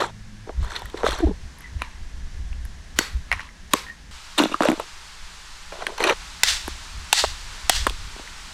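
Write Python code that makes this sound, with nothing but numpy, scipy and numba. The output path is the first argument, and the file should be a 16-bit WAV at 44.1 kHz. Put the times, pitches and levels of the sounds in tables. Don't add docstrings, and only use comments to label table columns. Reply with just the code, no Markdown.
import sys
import numpy as np
from scipy import signal
from scipy.fft import rfft, irfft
from scipy.io import wavfile
from scipy.ndimage import uniform_filter1d
from numba import njit

SR = 44100
rng = np.random.default_rng(int(sys.argv[2]) if len(sys.argv) > 2 else 0)


def invert_db(x):
    u = np.asarray(x, float) / 20
    return 10 ** u


def dump(signal):
    limited = np.clip(np.atleast_2d(signal).T, -1, 1)
    pcm = np.round(limited * 32767).astype(np.int16)
    wavfile.write(sys.argv[1], SR, pcm)


N = 376173
T = np.arange(N) / SR


def unit(x):
    return x / np.sqrt(np.mean(x ** 2))


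def colour(x, table):
    hz, db = np.transpose(table)
    f = np.maximum(np.fft.rfftfreq(len(x), 1 / SR), 1)
    gain = invert_db(np.interp(np.log(f), np.log(hz), db, -90, -90))
    return unit(irfft(rfft(x) * gain, len(x)))


def band(x, lo_hz, hi_hz):
    return signal.sosfilt(signal.butter(2, [lo_hz, min(hi_hz, .45 * SR)], "band", fs=SR, output="sos"), x)


def noise_band(lo_hz, hi_hz):
    return band(rng.standard_normal(N), lo_hz, hi_hz)


def walk(rate):
    k = int(SR / rate)
    held_levels = np.repeat(rng.standard_normal(N // k + 1), k)
    return unit(uniform_filter1d(uniform_filter1d(held_levels, k), k)[:N])


def steady(x, span_s):
    power = uniform_filter1d(x ** 2, int(span_s * SR))
    return unit(x / np.sqrt(power + .05 * np.mean(x ** 2)))


@njit
def add(out, s, hz, t60, size):
    for k in range(len(s)):
        start, z = int(s[k] * SR), size[k] + 0j
        p = np.exp(2j * np.pi * hz[k] / SR - np.log(1000) / (t60[k] * SR))
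        for i in range(start, min(start + int(t60[k] * SR), len(out))):
            out[i] += z.imag
            z *= p


def rings(s, db, hz, t60, spread, smear_s, count):
    chance = rng.standard_normal((len(s), count, 3))
    chance[:, 0] = 0
    later, detune, sign = np.moveaxis(chance, 2, 0)
    weak = np.where(np.arange(count) > 0, 0.7 * np.sign(sign) / np.sqrt(count), 1)
    start_s = s[:, None] + smear_s * abs(later)
    pitch_hz = np.clip(hz[:, None] * np.exp(spread * detune), 50, .4 * SR)
    out = np.zeros(N)
    add(out, start_s.ravel(), pitch_hz.ravel(), np.repeat(t60, count), (invert_db(db)[:, None] * weak).ravel())
    return out


def grains(rate, lo_hz, hi_hz, cycles, scatter_db):
    s, pitch, size = rng.random((int(rate * N / SR), 3)).T
    hz, out = lo_hz * (hi_hz / lo_hz) ** pitch, np.zeros(N)
    add(out, s * N / SR, hz, cycles / hz, invert_db(-scatter_db * np.log(size + 1e-4)))
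    return unit(out)


def resonate(x, dry_db, peaks):
    out = invert_db(dry_db) * x
    for hz, width, db in peaks:
        out = out + invert_db(db) * signal.lfilter(*signal.iirpeak(hz, hz / width, SR), x)
    return out


def hiss(table):
    return colour(rng.standard_normal(N), table) * invert_db(.4 * walk(2) + .4 * walk(15))


# start_s, hiss_level_db
SHOTS = [
    (0, -49.5),
    (.46, -49),
    (4.111, -43.5),
    (6.137, -40.5),
]
SHOT_START_S, HISS_DB = np.transpose(SHOTS)
SHOT = np.searchsorted(SHOT_START_S[1:], T)
# pitch_hz, level_db_per_hz
NEAR_LEAVES = [(120, 3), (200, 1), (329, -8.5), (368, -9.5), (468, -12), (552, -13), (702, -11),
               (1110, -10.5), (1200, -12.5), (1500, -10), (1670, -5.5), (2330, -12.5), (6200, -15),
               (10800, -28), (16500, -49.5)]
# pitch_hz, level_db_per_hz
FAR_WATER = [(120, -47.5), (200, -42), (300, -11.5), (426, -10.5), (522, -14), (652, -7.5), (702, -10.5),
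             (860, -1.5), (1520, -0.5), (2210, -3), (4370, -3), (7740, -9), (9840, -16.5), (15000, -32.5),
             (16500, -50)]
# pitch_hz, level_db
MOTOR = [(107.7, -47), (161.5, -55.5), (209.9, -54)]
RUMBLE_DB = [-62, -81, -64.5, -59]


def field():
    motor = 0
    for hz, db in MOTOR:
        motor = motor + invert_db(db + 3.5 * walk(14)) * np.sqrt(2) * np.sin(2 * np.pi * hz * T)
    hum_hz, hum_db = 171.5, -60.5
    hum = invert_db(hum_db + 1.04 * walk(11)) * unit(noise_band(hum_hz - 9, hum_hz + 9)) * .7
    rumble = invert_db(np.array(RUMBLE_DB)[SHOT] + 1.57 * walk(2.02)) * unit(noise_band(89.5, 251))
    leaves = invert_db(HISS_DB[SHOT]) * np.where(SHOT < 2, hiss(NEAR_LEAVES), hiss(FAR_WATER))
    return leaves + rumble + np.where(SHOT == 0, motor, hum)


# loudest_s, mount_ring_db, buffeting_db, fade_20_db_s
GUSTS = [(.2, -46.5, -38, 0.6), (.61, -16.5, -20.5, 0.0851), (.85, -31, -38, .07), (1.09, -20, -25, 0.0729),
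         (1.26, -17, -20.5, 0.11), (1.45, -31, -34, 0.08), (1.76, -25, -36, 0.14), (2.02, -34.5, -29, 0.23),
         (2.21, -35, -27.5, 0.29), (2.4, -25.5, -30, 0.1674), (2.52, -29.5, -24, 0.26),
         (2.62, -28.5, -31.5, 0.2864), (2.97, -31.5, -38, 0.07), (3.16, -22.5, -26.5, 0.0812),
         (3.35, -29, -45, 0.13), (4.1, -37, -37.5, 0.1548), (5.23, -41, -40.5, 0.09), (5.6, -52, -41, 0.53),
         (6.52, -37, -28, 0.2), (6.7, -31, -34, 0.1149), (6.98, -29, -34.5, 0.12), (7.27, -30, -29, 0.1361),
         (7.5, -44, -29, 0.2), (7.65, -31, -39, 0.03), (7.82, -27.5, -22.5, 0.2167),
         (8.05, -32, -30.5, 0.14), (8.32, -43, -44, 0.22), (8.52, -45, -33, 0.02)]


def gusts(peak_db, longer, calm_db):
    db = calm_db[SHOT]
    for (s, _, _, fade_s), peak in zip(GUSTS, peak_db):
        slope_s = longer * fade_s * np.where(T < s, 0.78, 1)
        db = np.maximum(db, peak - 20 * abs(T - s) / slope_s)
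    return db


# mount_ring_db, buffeting_db
BREEZE_DB = [(-53.5, -49.5), (-45.5, -43), (-52.5, -45.5), (-48, -38.5)]
SWAY_DB = [-1, -1, 10, -1]


def wind():
    peaks, calm = np.transpose(GUSTS), np.transpose(BREEZE_DB)
    ring_db = gusts(peaks[1], 0.986, calm[0])
    buffet_db = gusts(peaks[2], 1.705, calm[1])
    ring_hz = 64 * (1 + .08 * walk(11))
    ring = np.sin(2 * np.pi * np.cumsum(ring_hz) / SR) * np.sqrt(2)
    share = np.clip((ring_db + 40) / 14, 0, .25) * (T < SHOT_START_S[2])
    mount = np.sqrt(share) * ring + np.sqrt(1 - share) * steady(noise_band(44, 72), .08)
    spray = invert_db(-27) * unit(noise_band(63, 206))
    buffet = invert_db(2.5 * walk(7.7)) * steady(noise_band(16, 40), .1)
    sway = invert_db(np.array(SWAY_DB)[SHOT] + 1.5 * walk(4)) * steady(noise_band(6, 16), .25)
    return invert_db(ring_db - 1.8) * (mount + spray) + invert_db(buffet_db - 7) * (buffet + sway)


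# loudest_s, peak_db, pitch_hz, swell_s, fade_s
ROCKS = [
    (1.242, -11, 315, .014, .008),
    (1.273, -18, 400, .003, .006),
    (1.292, -22, 290, .01, .008),
    (1.3, -25, 200, .025, .02),
    (1.312, -23, 420, .002, .008),
]


def bowl():
    sag_per_s, upper_db = 4, -13
    out = np.zeros(N)
    for s, db, hz, swell_s, fade_s in ROCKS:
        on = slice(int((s - .05) * SR), int((s + .05) * SR))
        t = T[on] - s
        turn = 2 * np.pi * hz * t * (1 - sag_per_s * t)
        shape = np.exp(-(t / np.where(t < 0, swell_s, fade_s)) ** 2)
        out[on] += invert_db(db) * (np.cos(turn) + invert_db(upper_db) * np.cos(2.1 * turn)) * shape
    return out


# loudest_s, swell_s, settle_s, crackle_db, body_over_crackle_db
RUSTLE = [(.005, 0.00725, 0.0738, -22.5, 12), (.493, 0.0263, .04, -50, 26), (.64, 0.035, .12, -42, 7),
          (.715, .012, .04, -40, 6), (.762, .012, .015, -28, -10), (.976, .008, .012, -34, -5),
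          (.77, 0.205, 0.196, -37.5, 5.5), (1, 0.07, 0.067, -39, 15), (1.059, .03, 0.169, -25, 4),
          (1.13, .01, .09, -38, 8), (1.198, .02, .015, -36, 8), (1.27, 0.03, 0.09, -55, 27),
          (1.62, 0.104, 0.156, -47, -6), (1.814, 0.0323, .16, -37, -7), (3.295, .02, .03, -42, -12),
          (3.33, .015, .14, -32, -19), (3.41, .03, .09, -43, -19), (4.384, .008, .1, -17, 0),
          (4.516, 0.0029, 0.0606, -33, 10), (4.392, .015, .02, -21, 6), (4.608, .004, .1, -29, 14),
          (4.67, .06, .11, -27, 12), (4.797, 0.00187, .05, -35, 12), (5.722, 0.0031, 0.08, -38, 8),
          (5.825, .06, 0.037, -36, 12), (5.869, 0.00216, .01, -30, -9), (5.889, 0.0114, 0.117, -41.5, 17.5),
          (5.98, .004, .03, -30, 0), (6.005, .01, .08, -27, 13), (6.075, .03, .04, -29, 15),
          (6.042, .01, .08, -28, 9), (6.1, .09, .07, -24, 11), (8.2, 0.1, 0.19, -44, 2)]
# pitch_hz, level_db_per_hz
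CRACKLE = [(530, -49.5), (900, 1.5), (2350, -0.5), (4070, -1.5), (5070, -11), (5940, -8), (11000, -22),
           (15300, -42), (16500, -52)]


def rustle():
    bright = signal.lfilter([1, -.8], [1], grains(3000, 867.9, 17550, 38.6, 2.1))
    jolts_db = 4.2 * walk(160) + 1.2 * walk(35)
    grit = 0
    for hz in 850 * 1.5 ** np.arange(7):
        grit = grit + invert_db(jolts_db + 3.5 * walk(60)) * noise_band(hz, 1.5 * hz)
    crackle = steady(colour(1.15 * unit(bright) + unit(grit), CRACKLE), .03)
    body = steady(band(grains(500, 334.9, 1117.4, 27.2, 1.36), 308, 1490), .04)
    edge_db = 18
    out = np.zeros(N)
    for s, swell_s, settle_s, db, body_db in RUSTLE:
        on = slice(max(int((s - swell_s) * SR), 0), int((s + 1.4 * settle_s) * SR))
        shape_db = -edge_db * abs(T[on] - s) / np.where(T[on] < s, swell_s, settle_s)
        out[on] += invert_db(db + shape_db) * (invert_db(-2.5) * crackle[on] + invert_db(body_db - 10.5) * body[on])
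    return out


# start_s, peak_db, pitch_hz
SNAPS = [(.6288, -28, 1230), (.6468, -29.5, 1313), (.7192, -24, 1367), (.8997, -30, 3180),
         (1.091, -18, 3600), (1.1088, -18, 3280), (1.1198, -17.5, 1534), (1.2036, -29, 1700),
         (3.3165, -23, 4100), (3.327, -21, 5200), (4.382, -16, 8500), (4.6225, -22, 5000), (4.7, -24, 7300),
         (1.066, -20, 3700), (1.13, -24, 4100), (5.9805, -27, 4400), (5.9808, -27, 5950),
         (6.041, -16, 5950), (6.097, -20, 5900), (1.6209, -38, 3510), (4.3852, -9, 3624),
         (4.3913, -6.5, 2785), (4.4034, -22, 1390), (4.4222, -15.5, 1503), (4.4369, -12, 3500),
         (4.634, -13, 1600), (4.649, -21.5, 5560), (4.6535, -14, 1670), (4.686, -14.5, 2856),
         (4.7167, -15, 1907), (4.7991, -21.5, 1158), (5.868, -15, 1700), (5.9796, -24.5, 1575),
         (6.005, -16, 1974), (6.028, -18, 4150), (6.0397, -5, 2704), (4.3805, -12, 3700),
         (7.8676, -4, 1050), (7.8969, -15, 3500), (7.8695, -14, 1500), (7.8715, -13, 3000),
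         (1.8198, -19, 3800), (.707, -30, 1700), (.82, -31, 3500), (.857, -30, 1900), (5.8682, -17, 3300),
         (1.075, -22, 3500), (1.05, -24, 3600)]
# start_s, peak_db, pitch_hz
TAPS = [(0.0213, -11.5, 1282), (0.0427, -17, 1254), (.754, -24.5, 4260), (0.7626, -17.5, 3776),
        (1.0444, -22.5, 1480), (1.063, -14.5, 1242), (1.8196, -11.5, 2503), (2.529, -32, 2660),
        (3.3162, -5.5, 2074), (3.3268, -7, 1960), (3.3331, -15, 2066), (3.376, -33, 1340),
        (3.3948, -19, 1785), (3.4063, -27, 1546), (3.4898, -34, 2030), (4.5425, -11, 1210),
        (4.6055, -14.5, 1243), (4.6207, -14, 1150), (5.7226, -26.5, 1647), (5.824, -22.5, 1310),
        (6.0725, -27.5, 1190), (6.0963, -9, 2840), (6.1022, -11, 2270), (6.1095, -14, 1300),
        (6.124, -20, 1204), (3.3235, -17, 2050), (3.3395, -22, 2300), (4.525, -24, 2800),
        (4.539, -24, 2900), (1.848, -30, 2200), (8.2756, -27.5, 2010)]
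# start_s, peak_db
FLICKS = [(.793, -37.5), (0.8194, -44.5), (0.8564, -33.5), (1.5862, -37), (1.607, -36), (2.6526, -33.5),
          (4.7, -32), (4.799, -34), (1.8205, -33), (1.187, -36), (6.6791, -25.5)]
TREBLE_DB = [-12, -24.5, 2]


def ticks():
    flick_hz = 1700
    kinds = [SNAPS, TAPS, [(s, db, flick_hz) for s, db in FLICKS]]
    s, db, hz = np.vstack(kinds).T
    top_db = np.repeat(TREBLE_DB, [len(rows) for rows in kinds])
    sharp = top_db > -15
    spike = rings(s, db - np.where(sharp, 2, 9), 1.78 * hz, 1.37 / hz, 0.324, 0.00046, count=3)
    ring = rings(s, db, hz, np.where(sharp, 11, 15) / hz + 0.004, 0.167, 0.0011702, count=7)
    top_hz = np.where(top_db > 0, 11000, 8500)
    top = rings(s, db + top_db + 5.5, top_hz, 0 * s + 0.0019, 0.248, .001, count=6)
    grit = invert_db(-36) * rng.standard_normal(1500) * np.exp(-T[:1500] / 0.01074)
    tail = band(signal.fftconvolve(ring + top, grit)[:N], 550, 14200)
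    return band(band(spike + ring + top, 600, 13000), 600, 19000) + tail


# [(pitch_hz, width_hz, boost_db)]
HOLDERS = [
    (0, -5, [(1000, 300, -4), (1450, 300, -5), (1870, 300, -4), (3550, 450, -3), (4200, 350, -5), (5700, 700, -5), (7700, 900, -4), (12000, 5000, -5)]),
    (1.5, -10, [(1020, 300, 1), (1800, 300, -4), (2150, 400, -2), (2700, 400, -6), (4080, 250, -9), (5300, 900, -8), (11000, 5000, -4)]),
    (4.111, -4, [(1300, 500, -5), (2750, 350, -5), (3700, 450, -4), (5810, 500, -6), (7500, 700, -4), (12000, 5000, -4)]),
    (5.3, -5, [(1030, 300, -4), (1480, 250, -4), (1900, 300, -4), (2400, 300, -4), (2870, 350, -5), (4180, 450, -2), (5970, 350, -1), (11000, 5000, -6)]),
]


def held(x):
    edges_s = [s for s, _, _ in HOLDERS[1:]] + [SHOT_START_S[3], 6.3]
    parts = np.split(x, [int(s * SR) for s in edges_s])
    coloured = [resonate(p, db, peaks) for p, (_, db, peaks) in zip(parts, HOLDERS)]
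    return np.concatenate(coloured + [0 * parts[-2], parts[-1]])


# start_s, peak_db, pitch_hz
SPIKES = [(1.0655, -8, 1300), (.9745, -26, 3300), (3.3158, -8, 1900), (3.3268, -11, 1700),
          (3.3338, -14, 1500), (3.4055, -20, 2400), (4.6065, -5, 900), (4.6222, -8, 1100),
          (4.6338, -9, 1800), (4.6542, -6, 1200), (4.6862, -8, 1500), (4.4545, -16, 1800),
          (5.8675, -7, 2000), (6.0962, -6, 2200), (6.1005, -7, 1500), (7.2398, -6, 1200),
          (1.8195, -12, 1600), (6.6793, -16, 600)]


def spikes():
    out = 0
    for bright, low_hz in enumerate([400, 800]):
        s, db, hz = np.transpose([row for row in SPIKES if (row[2] > 1450) == bright])
        swing = rings(s, db + 5, hz, 3.5 / hz, .1, 0, count=1)
        out = out + band(swing, low_hz, 12000)
    return out


# start_s, peak_db
TRAY = [(4.3875, -11), (4.4005, -4), (4.414, -7), (4.4257, -10), (4.4384, -6), (4.457, -6), (4.4965, -22.5),
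        (4.5174, -18), (4.5429, -21), (4.6071, -5), (4.6226, -14.5), (4.6408, -18.5), (4.687, -.5),
        (4.6997, -4), (4.7164, -10), (4.7287, -12), (4.7777, -23.5)]
# start_s, peak_db, pitch_hz
HEAP = [(0.02, -8.5, 523), (.039, -11, 925), (.4749, -26, 420), (.4932, -16, 650), (.4945, -20, 420),
        (0.82, -22, 795), (0.9435, -16, 432), (1.0335, -4.5, 649), (1.041, -6, 440), (1.0659, -5, 646),
        (1.086, -13, 540), (1.13, -23, 426), (1.2039, -14, 380), (4.6065, -6, 700), (4.634, -9.5, 505),
        (4.6544, -3, 600), (4.7981, -10, 896), (5.7244, -19, 600), (5.74, -26, 630), (5.755, -26, 610),
        (5.77, -28, 650), (5.79, -27, 620), (5.808, -24, 650), (5.845, -26, 640), (5.885, -25, 640),
        (5.92, -29, 620), (5.8224, -14, 658), (5.867, -13, 1026), (5.8933, -22.5, 970), (5.9827, -19, 900),
        (5.9939, -23.5, 740), (6.004, -14.5, 471), (6.0465, -11.5, 400), (6.0748, -18, 560),
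        (6.02, -17, 400), (6.064, -16, 380), (5.83, -24, 420), (5.87, -22, 400), (5.9, -26, 400),
        (6.1006, -11, 389), (6.1075, -8, 560), (6.1219, -14.5, 461)]
# start_s, peak_db, pitch_hz
BLOCK = [(8.1641, -25, 360), (8.1958, -24, 352), (1.8192, -10.5, 1088), (3.0096, -15, 497),
         (3.3156, -13, 1020), (3.327, -12, 1000), (3.394, -24, 1000), (7.703, -16, 1100), (3.7375, -3, 410),
         (7.128, -8, 1500), (3.334, -17, 1050), (3.7519, -14, 482), (6.68, -13, 347), (7.2399, -4, 620),
         (7.245, -6, 900), (3.011, -22, 1800), (7.8677, 2, 760), (7.8705, -7, 540), (7.696, -13, 420),
         (3.7385, -7, 560), (1.82, -24, 250), (6.6805, -20, 480), (7.9053, -25, 450)]
THIN_HZ = [185, 340, 620]
BRIGHT_HZ = [590, 990]


def knocks():
    tray_hz, contact_s = 310.9, .0004
    kinds = [[(s, db, tray_hz) for s, db in TRAY], HEAP, BLOCK]
    rows = np.vstack(kinds)
    traits = np.repeat([[13, 14, 6.5], [0, -3, -0.5]], [len(k) for k in kinds], axis=1)
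    out = 0
    for bright, low_hz in enumerate(THIN_HZ):
        mine = np.searchsorted(BRIGHT_HZ, rows[:, 2]) == bright
        s, db, hz = rows[mine].T
        cycles, soft_db = traits[:, mine]
        contact = rings(s, db + soft_db - 1.5, 1.966 * hz, 2.34 / hz, .1, 0.00034, count=1)
        ring = rings(s, db - 4.5, hz, cycles / hz, 0.17, 0.002, count=4)
        rounded = signal.lfilter(*signal.butter(2, 1 / contact_s, fs=SR), contact + ring)
        out = out + band(band(rounded, low_hz, 9000), .92 * low_hz, 12000)
    return out * ((T < SHOT_START_S[3]) | (T > 6.3))


# start_s, level_db, pitch_hz, die_60_db_s
STEEL = [
    (2.992, -31, 4440, 0.22),
    (2.992, -37, 7725, 0.2),
    (3.74, -33, 1093, 0.247),
    (3.739, -47.5, 4810, .25),
    (3.74, -39, 6154, 0.21),
    (3.74, -41, 7730, 0.2),
]
# start_s, peak_db, pitch_hz, die_60_db_s
BLADE = [
    (1.642, -38, 2009, 0.122),
    (1.659, -40, 1932, 0.105),
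    (3.866, -31, 1851, 0.06),
    (3.885, -32.5, 1863, 0.099),
    (3.899, -31.5, 1870, 0.104),
]


def blade():
    after_chops = rings(*np.transpose(STEEL), 0.0121, 0.029, count=4)
    return after_chops + rings(*np.transpose(BLADE), 0.0262, 0.001304, count=2)


# start_s, peak_db, block_thud_below_peak_db, echo_below_peak_db
CHOPS = [
    (2.987, -3.5, -9, -28),
    (3.7338, -4.5, -6, -28.5),
    (6.4326, -1.5, -39, -17.5),
    (7.127, -2, -30, -18),
    (7.6944, -1, -27, -22.5),
]
# pitch_hz, width_hz, level_db
CRACKS = [
    [(1510, 170, 0), (1960, 200, 0), (3760, 96, -8), (4460, 120, -9), (5820, 170, -11), (6910, 100, -12)],
    [(1040, 170, 0), (2190, 180, -9), (3780, 310, -12), (5640, 180, -18), (6170, 170, -20),
     (7600, 170, -17), (8260, 200, -22)],
    [(1510, 75, -10), (2000, 120, 0), (2700, 150, -5), (3590, 110, -4), (5370, 180, -13), (6310, 270, -16),
     (7470, 180, -10), (8000, 230, -19)],
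    [(845, 260, -2), (2000, 120, -7), (2750, 140, 0), (3660, 110, -2), (4670, 270, -8), (7200, 150, -13),
     (7750, 82, -14), (8020, 130, -12)],
    [(738, 140, -1), (1880, 130, 0), (2940, 160, -1), (3300, 160, 0), (5860, 140, -8), (7100, 160, -16),
     (7710, 96, -12), (8310, 130, -8)],
]
# pitch_hz, level_db_per_hz
ECHO = [
    [(240, -29), (400, -5), (505, -4.5), (658, -13.5), (986, -2.5), (4530, -5.5), (12700, -22),
     (15500, -35), (16500, -59)],
    [(240, -55), (400, -24.5), (1210, -11), (1810, -6), (2320, -8.5), (4330, -1.5), (7820, -10),
     (13300, -27.5), (15700, -34), (16500, -65)],
]
ECHO_DELAY_S = [0.0435, 0.06306]
SWING_DB = [-39, -60]
THROUGH_S = [.0033, .0012]
CRACK_LOW_HZ = [170, 480]


def chops():
    out, t = np.zeros(N), T[:int(.6 * SR)]
    swing = int(.027 * SR)
    for (s, db, thud_db, echo_db), modes in zip(CHOPS, CRACKS):
        claw = int(s > 5)
        delay, noise = ECHO_DELAY_S[claw], rng.standard_normal((2, len(t)))
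        hz, _, mode_db = np.transpose(modes)[..., None]
        since = t - THROUGH_S[claw] * (hz < 1200)
        tones = np.sin(2 * np.pi * (hz * t + rng.random(hz.shape)))
        sung = (invert_db(mode_db) * tones * (since > 0) * np.exp(-abs(since) / .0018)).sum(axis=0)
        splinter = unit(band(noise[0], 600, 9000) + .3 * noise[0])
        splinter = invert_db(.7) * splinter * np.exp(-(t / 0.0024) ** 2)
        blow = invert_db(db - 3.5) * np.tanh(3.2 * (sung + splinter))
        since = np.maximum(t - .0033, 0)
        block = invert_db(db + thud_db + 4) * np.sin(2 * np.pi * 330 * since) * np.exp(-since / 0.0022)
        early = 1.52 * np.exp(-t / 0.0075) * (1 - np.exp(-t / 0.00088))
        late = np.where(t < delay, np.exp(-((t - delay) / 0.032) ** 2), np.exp(-(t - delay) / 0.038))
        back = colour(noise[1] * invert_db(1.17 * walk(151)[:len(t)]), ECHO[claw])
        back = unit(resonate(back, -1, [(f, 220, d / 2 - 3) for f, _, d in modes]))
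        echo = invert_db(db + echo_db) * back * (early + late + 0.3 * np.exp(-t / 0.138))
        i = int((s + 0.001002) * SR)
        crack = band(blow, CRACK_LOW_HZ[claw], 15500)
        out[i:i + len(t)] += band(crack + block, 170, 19000) + echo
        brush = colour(noise[0, -swing:], ECHO[0]) * np.linspace(.7, 1.6, swing)
        out[i - swing:i] += invert_db(db + SWING_DB[claw]) * brush
    return out


def scene():
    background = field() + wind()
    shells = bowl() + held(rustle() + ticks()) + spikes() + knocks()
    return (background + shells + blade() + chops())[None]


def band_limit(x):
    return signal.sosfilt(signal.butter(12, 16830, fs=SR, output="sos"), x)


def record(dry):
    dry = band(dry, 9, 19000)
    top_cut = signal.butter(8, 16400, fs=SR, output="sos")
    mix = np.clip(signal.sosfilt(top_cut, dry), -.72, .72)
    return band_limit(mix)


dry = scene()
out = record(dry)
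dump(out)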